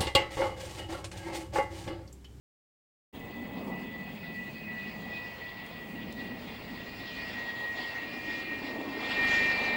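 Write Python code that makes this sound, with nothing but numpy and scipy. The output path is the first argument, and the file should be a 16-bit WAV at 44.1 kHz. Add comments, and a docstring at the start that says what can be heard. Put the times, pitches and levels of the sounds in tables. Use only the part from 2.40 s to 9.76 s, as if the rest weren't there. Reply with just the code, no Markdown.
"""After a moment of silence a tape camcorder fades in quickly, with its own line whistle, frame buzz, hum and hiss.
A jet fighter is rolling along a runway after landing: compressor tones on multiples of the shaft speed sink
in pitch and fade in the restless air, over exhaust roar, intake hiss and low rumble, all of shaped noise.
A grasshopper rasps for the first second, two faint ticks follow, and the jet dips briefly.
It comes slowly nearer over open grass; late on, whine, intake noise and frame buzz swell."""
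import sys
import numpy as np
from scipy import signal
from scipy.fft import rfft, irfft, next_fast_len
from scipy.io import wavfile
from scipy.ndimage import uniform_filter1d

SR = 44100
rng = np.random.default_rng(int(sys.argv[2]) if len(sys.argv) > 2 else 0)


def store_wav(level_fs):
    """Save 16-bit WAV to argv[1]."""
    pcm = np.round(np.clip(np.atleast_2d(level_fs), -1, 1) * 32767)
    wavfile.write(sys.argv[1], SR, pcm.T.astype(np.int16))


N = 324576
TIME = np.arange(N) / SR   # s

# tape hiss spectrum: (frequency [Hz], density [dB per Hz])
TAPE_HISS_SPECTRUM = [(3000, -2.5), (5000, 2.5), (7500, 4.5), (10000, -0.5), (13000, -4), (15500, -6)]
# gain of the frame buzz: (time [s], gain [dB])
FRAME_BUZZ_GAIN = [(0.75, -65), (6.3, -53), (6.65, -42), (6.85, -27.5), (7.1, -32), (7.36, -37)]
# hum at the field rate: (multiple of field rate [-], level [dB])
FIELD_HUM = [(1, -68), (2, -66)]
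FRAME_HZ, LINE_HZ = 25, 15625.3
FRAME_START_S, BLANK_S = .0126, .0016
LINE_DB, TAPE_DB = -58.5, -70.5   # before ripple and flutter
START_S, FADE_S, CUTOFF_HZ = 0.7265, 0.024, 15780

# airfield rumble spectrum: (frequency [Hz], density [dB per Hz])
RUMBLE_SPECTRUM = [(20, -15), (35, -9), (55, -5), (90, -3), (130, -2), (200, -2.5), (400, -11.5)]
# airfield rumble: (time [s], level [dB])
RUMBLE_LEVEL = [(0.76, -48.5), (1.7, -53), (2.3, -53), (3.6, -50.5), (4.4, -49), (5.3, -53.5), (6.4, -53.5),
                (7.36, -55.5)]

# grasshopper strokes: run, rate, Gaussian width of a stroke, level, band
CHIRP_START_S, CHIRP_END_S, CHIRPS_PER_S = .79, 1.78, 17.8
CHIRP_SIGMA_S, CHIRP_DB, CHIRP_BAND_HZ = 0.0041, -69.5, (6530, 8160)
# faint sharp ticks: (time [s], gain before the band filter [dB])
TICK_GAINS = [(3.264, -45), (3.726, -40.5)]

# exhaust roar spectrum: (frequency [Hz], density [dB per Hz])
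ROAR_SPECTRUM = [(90, -35), (140, -20.5), (185, -5.5), (245, -0.5), (300, -6), (380, -17.5), (600, -24.5)]
# low exhaust roar: (time [s], level [dB])
ROAR_LEVEL = [(0.76, -47.5), (1.3, -38), (1.54, -44), (2.74, -47.5), (2.84, -56.5), (3.32, -54),
              (3.54, -42), (3.96, -44), (4.04, -47.5), (4.7, -49.5), (5.32, -53), (6.46, -38.5),
              (6.75, -45), (7.36, -42)]
# hump of the roar, shifting as the path over the ground changes: (time [s], frequency [Hz])
ROAR_HUMP = [(0.75, 239), (1.3, 236), (1.8, 200.7), (2.4, 206.1), (3.0, 222.6), (3.7, 231.2), (4.3, 240.6),
             (4.8, 231.5), (5.3, 268.8), (5.9, 285), (6.4, 284.1), (6.9, 253.5), (7.36, 245.9)]
ROAR_CENTRE_HZ = 245   # hump of the unshifted roar
# mixing-jet rush spectrum: (frequency [Hz], density [dB per Hz])
JET_RUSH_SPECTRUM = [(250, -1), (400, 5), (520, 4.5), (750, 5), (1000, 2.5), (1250, -5), (1500, -15),
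                     (2200, -20.5)]
# broad rush of the mixing jet: (time [s], level [dB])
JET_RUSH_LEVEL = [(0.76, -49.5), (0.92, -50.5), (1.28, -42.5), (1.52, -50), (2.28, -52.5), (2.6, -49),
                  (3.26, -52.5), (3.56, -49), (4.76, -50), (5.22, -47), (6.14, -47.5), (6.34, -43),
                  (7.36, -39)]

# intake rush spectrum, around the whine: (frequency [Hz], density [dB per Hz])
INTAKE_RUSH_SPECTRUM = [(1200, -5.5), (1450, -4.5), (1650, -4.5), (1850, 4), (2100, 4.5), (2400, -2.5),
                        (2800, 2), (3070, -8.5), (3400, -21)]
# intake hiss spectrum, above the whine: (frequency [Hz], density [dB per Hz])
INTAKE_HISS_SPECTRUM = [(2900, -12.5), (3100, 4.5), (3350, 6.5), (3900, 1.5), (4800, 0.5), (5400, -7.5),
                        (6100, -16.5), (7200, -14.5), (9000, -27), (13000, -42.5)]
# intake noise, swelling as the jet comes nearer: (time [s], rush level [dB], hiss level [dB])
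INTAKE_LEVELS = [(0.76, -57, -63.5), (2.24, -54, -60.5), (2.34, -52, -60.5), (2.52, -51.5, -57),
                 (2.6, -55.5, -59), (2.8, -52, -56), (3.4, -53, -59.5), (4.52, -51, -55),
                 (4.78, -47.5, -51), (4.92, -47, -52), (5.28, -49.5, -53.5), (5.42, -46.5, -47),
                 (5.58, -45, -52.5), (5.8, -49, -55), (5.9, -46, -49.5), (6.06, -43, -52.5),
                 (6.38, -49.5, -55), (6.6, -44.5, -50.5), (6.86, -35, -41.5), (7.36, -39.5, -46)]
# hiss tilt: base slope [dB/octave]; below FULL_BRIGHT_DB it dulls by DULLING [dB/octave per dB]
BRIGHT_TILT_DB, FULL_BRIGHT_DB, DULLING = 1.3, -55, 1.23
GUST_DB, GUST_PER_S = 1.13, 13

# shaft speed as heard: (time [s], speed [turns/s])
SHAFT_SPEED = [(0.73, 283.63), (1.4, 281.55), (2.1, 279.84), (2.8, 278.26), (3.6, 276.34), (4.3, 273.89),
               (5, 271.3), (5.6, 269.99), (6.2, 267.46), (6.8, 265.16), (7.36, 262.81)]
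LOWER_ORDER, UPPER_ORDER = 7, 9   # strong blade tones, multiples of the shaft speed
# lower blade tone, swelling with the wind and the approach: (time [s], level [dB])
LOWER_TONE_LEVEL = [(0.76, -54.5), (0.98, -49.5), (1.26, -50.5), (1.32, -44), (1.78, -54), (2.0, -41.5),
                    (2.2, -53), (2.3, -41.5), (2.58, -47.5), (2.78, -43.5), (3.74, -51), (3.82, -43.5),
                    (4.08, -56.5), (4.5, -48.5), (4.92, -41.5), (5.38, -36.5), (5.76, -45), (5.96, -39.5),
                    (6.46, -48.5), (6.94, -27), (7.26, -38.5), (7.36, -31.5)]
# upper blade tone: (time [s], level [dB])
UPPER_TONE_LEVEL = [(0.76, -63), (2.5, -47.5), (2.62, -57.5), (2.78, -42), (2.98, -57), (4.34, -58.5),
                    (4.88, -48), (5.26, -57), (6.12, -44), (6.3, -52.5), (6.66, -46), (6.82, -33.5),
                    (7.36, -34.5)]
# weaker engine tones: (multiple of shaft speed [-], level re intake rush [dB], width [Hz])
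WEAK_TONES = [(8, -13, 5.5), (10, -9.5, 15.4), (11, -19, 3.8), (13, -40, 8), (16, -22, 10), (17, -21, 10),
              (19, -35, 7), (21, -32.5, 5.3)]
STEADYING = .38   # scatter lost as a blade tone strengthens, dB per dB
OCTAVE_DB = -30.5   # lower tone's octave, re that tone
# faint tone between the shaft's multiples, and its octave, both re intake rush
BETWEEN_RATIO, BETWEEN_DB, BETWEEN_OCTAVE_DB = 7.68, -15, -19

# brief dip of the jet: centre, half width to 1/e of the dB depth, depth
LULL_S, LULL_WIDTH_S, LULL_DB = 3.752, .02, -4.5


def from_db(db):
    """Decibels to gain."""
    return 10 ** (np.asarray(db) / 20)


def rms_one(x):
    """Scale to unit rms."""
    return x / np.sqrt(np.mean(x ** 2) + 1e-20)


def in_time(rows):
    """Each column of a curve, joined by straight lines."""
    s, *columns = np.transpose(rows)
    return [np.interp(TIME, s, c) for c in columns]


def bandpass(x, order, band_hz):
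    """Butterworth band filter."""
    return signal.sosfilt(signal.butter(order, band_hz, "band", fs=SR, output="sos"), x)


def drift(rate_per_s):
    """Slow random curve of spread 1: two-pole filtered noise at a hundredth of the sample rate."""
    pole = np.exp(-200 * np.pi * rate_per_s / SR)
    noise = rng.standard_normal(N // 100 + 1002)
    slow = signal.lfilter([1], [1, -2 * pole, pole * pole], noise)[1000:]   # drop the settling
    return np.interp(np.arange(N) / 100, np.arange(len(slow)), rms_one(slow))


def turbulence(spectrum, patchy_db, flutter_per_s, tilt_db=0, count=6):
    """Noise of a given spectrum, rms 1 before its bands swell and fade on their own; tilt in dB/octave."""
    size = next_fast_len(N)
    octave = np.log2(np.maximum(np.fft.rfftfreq(size, 1 / SR), 1))
    freqs_hz, levels_db = np.transpose(spectrum)
    points = np.log2(freqs_hz)
    outside = np.abs(octave - np.clip(octave, points[0], points[-1]))
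    shape_db = np.interp(octave, points, levels_db) - 24 * outside   # 24 dB/octave skirts
    bins = rfft(rng.standard_normal(size)) * from_db(shape_db)
    bins /= np.std(irfft(bins, size))
    pivot = np.average(points, weights=from_db(levels_db))
    centres = np.linspace(points[0], points[-1], count)
    out = 0
    for centre, share in zip(centres, np.eye(count)):
        band = irfft(bins * np.interp(octave, centres, share), size)[:N]
        gain_db = patchy_db * drift(flutter_per_s) + tilt_db * (centre - pivot)
        out = out + band * from_db(gain_db)
    return out


def shifted(noise, ratio):
    """Reading a noise faster raises its whole spectrum."""
    return np.interp(np.cumsum(ratio) % N, np.arange(N), noise)


def scattered(width_hz):
    """Many shifting air paths give a tone random strength and phase; mean power 1."""
    return (drift(width_hz) + 1j * drift(width_hz)) / np.sqrt(2)


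def camcorder(thump_s, thump_hz, line_ripple, crackle_db):
    """Picture signal leaks into the sound: frame thumps, field hum, broken line whistle; plus tape hiss."""
    in_frame_s = (TIME - FRAME_START_S) % (1 / FRAME_HZ)
    in_field_s = in_frame_s % (.5 / FRAME_HZ)   # two fields per frame
    blank = in_field_s < BLANK_S
    thumps = bandpass(np.exp(-in_frame_s / thump_s), 2, [35, thump_hz])
    crackle = from_db(crackle_db) * blank * rng.standard_normal(N)
    buzz = from_db(in_time(FRAME_BUZZ_GAIN)[0]) * (thumps + crackle)
    # the whistle ripples along each field, and flips over, weak, in the blank gap
    ripple = 1 + line_ripple * np.cos(8 * np.pi * FRAME_HZ * in_field_s)
    strength = np.where(blank, -.15, ripple)
    whistle = np.sqrt(2) * np.sin(2 * np.pi * LINE_HZ * TIME) * strength
    hiss = turbulence(TAPE_HISS_SPECTRUM, patchy_db=2.5, flutter_per_s=6, count=2)
    hum = 0
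    for multiple, level_db in FIELD_HUM:
        hum = hum + from_db(level_db) * np.sqrt(2) * np.sin(4 * np.pi * FRAME_HZ * multiple * TIME)
    return buzz + hum + from_db(LINE_DB) * whistle + from_db(TAPE_DB) * hiss


def airfield_rumble():
    """Low noise whose bands waver gently."""
    rumble = turbulence(RUMBLE_SPECTRUM, patchy_db=0.7, flutter_per_s=6.9, count=3)
    return from_db(in_time(RUMBLE_LEVEL)[0]) * rumble


def grasshopper():
    """An even run of short rasps: high band noise under Gaussian strokes."""
    since_s = (TIME - CHIRP_START_S) % (1 / CHIRPS_PER_S)
    active = (TIME > CHIRP_START_S) * (TIME < CHIRP_END_S)
    strokes = np.exp(-.5 * (since_s / CHIRP_SIGMA_S - 2) ** 2) * active
    rasp = rms_one(bandpass(rng.standard_normal(N), 2, CHIRP_BAND_HZ))
    return from_db(CHIRP_DB) * strokes * rasp


def ticks(decay_s, low_hz, high_hz):
    """Tiny bright snaps: band noise that starts at once and decays exponentially."""
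    shape = 0
    for s, gain_db in TICK_GAINS:
        shape = shape + from_db(gain_db) * (TIME >= s) * np.exp(-np.abs(TIME - s) / decay_s)
    return bandpass(shape * rng.standard_normal(N), 2, [low_hz, high_hz])


def exhaust():
    """A low, billowing roar with a wandering hump, under the broad rush of the mixing jet."""
    roar_db, rush_db = in_time(ROAR_LEVEL)[0], in_time(JET_RUSH_LEVEL)[0]
    roar = turbulence(ROAR_SPECTRUM, patchy_db=1.62, flutter_per_s=6.8, count=4)
    roar = shifted(roar, in_time(ROAR_HUMP)[0] / ROAR_CENTRE_HZ)
    # when the roar swells against the rush, the rush deepens too
    darkening_db = uniform_filter1d(roar_db - rush_db, size=12000)
    rush_tilt_db = -.35 * (darkening_db + 0.5)
    rush = turbulence(JET_RUSH_SPECTRUM, patchy_db=1.02, flutter_per_s=8.8, tilt_db=rush_tilt_db, count=7)
    billow = from_db(0.89 * drift(14))
    return billow * (from_db(roar_db) * roar + from_db(rush_db) * rush)


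def intake():
    """Rush and hiss swirl and flicker together in the moving air; the hiss brightens as it grows."""
    rush_db, hiss_db = in_time(INTAKE_LEVELS)
    tilt_db = BRIGHT_TILT_DB + DULLING * np.minimum(hiss_db - FULL_BRIGHT_DB, 0)
    rush = turbulence(INTAKE_RUSH_SPECTRUM, patchy_db=2.0, flutter_per_s=21, count=7)
    hiss = turbulence(INTAKE_HISS_SPECTRUM, patchy_db=3.0, flutter_per_s=8.6, tilt_db=tilt_db, count=11)
    gusts = from_db(GUST_DB * drift(GUST_PER_S))
    return gusts * (from_db(rush_db) * rush + from_db(hiss_db) * hiss)


def faint_tone(phase, level_db, width_hz):
    """A tone that arrives only by scattered paths."""
    return from_db(level_db) * rms_one(np.real(scattered(width_hz) * np.exp(1j * phase)))


def blade_tone(phase, level_db, scatter, width_hz):
    """A direct sine and its scattered part beat and fade; steadier when the tone is strong."""
    share = scatter * from_db(-STEADYING * (level_db - level_db.mean()))
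    paths = (1 + share * scattered(width_hz)) / np.sqrt(1 + share ** 2)
    return from_db(level_db) * np.sqrt(2) * np.real(paths * np.exp(1j * phase))


def whine():
    """Compressor tones, all locked to one slightly unsteady shaft phase."""
    speed_hz = in_time(SHAFT_SPEED)[0] * (1 + 0.000493 * drift(5.5))
    turn = 2 * np.pi * np.cumsum(speed_hz) / SR   # rad
    lower_db, upper_db = in_time(LOWER_TONE_LEVEL)[0], in_time(UPPER_TONE_LEVEL)[0]
    rush_db = in_time(INTAKE_LEVELS)[0]
    out = blade_tone(LOWER_ORDER * turn, lower_db, scatter=0.75, width_hz=13.7)
    out += blade_tone(UPPER_ORDER * turn, upper_db, scatter=0.8, width_hz=17)
    out += faint_tone(2 * LOWER_ORDER * turn, lower_db + OCTAVE_DB, width_hz=4.7)
    for order, level_db, width_hz in WEAK_TONES:
        out += faint_tone(order * turn, rush_db + level_db, width_hz)
    out += faint_tone(BETWEEN_RATIO * turn, rush_db + BETWEEN_DB, width_hz=7.6)
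    out += faint_tone(2 * BETWEEN_RATIO * turn, rush_db + BETWEEN_OCTAVE_DB, width_hz=12)
    return out


def scene():
    """The jet, dipping once, over airfield rumble, grasshopper and ticks."""
    background = airfield_rumble() + grasshopper() + ticks(decay_s=0.0014, low_hz=4500, high_hz=9900)
    dip = from_db(LULL_DB * np.exp(-((TIME - LULL_S) / LULL_WIDTH_S) ** 2))
    jet = dip * (exhaust() + intake() + whine())
    return (background + jet)[None]


def record(dry):
    """The camcorder adds its own noises, starts with a quick fade and cuts the top."""
    running = np.clip((TIME - START_S) / FADE_S, 0, 1)
    own_noise = camcorder(thump_s=0.0018, thump_hz=900, line_ripple=0.2, crackle_db=-23)
    taped = (dry + own_noise) * running
    lowpass = signal.firwin(1501, CUTOFF_HZ, fs=SR, window="blackman")
    return signal.fftconvolve(taped, lowpass[None], "same")


dry = scene()
out = record(dry)
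store_wav(out)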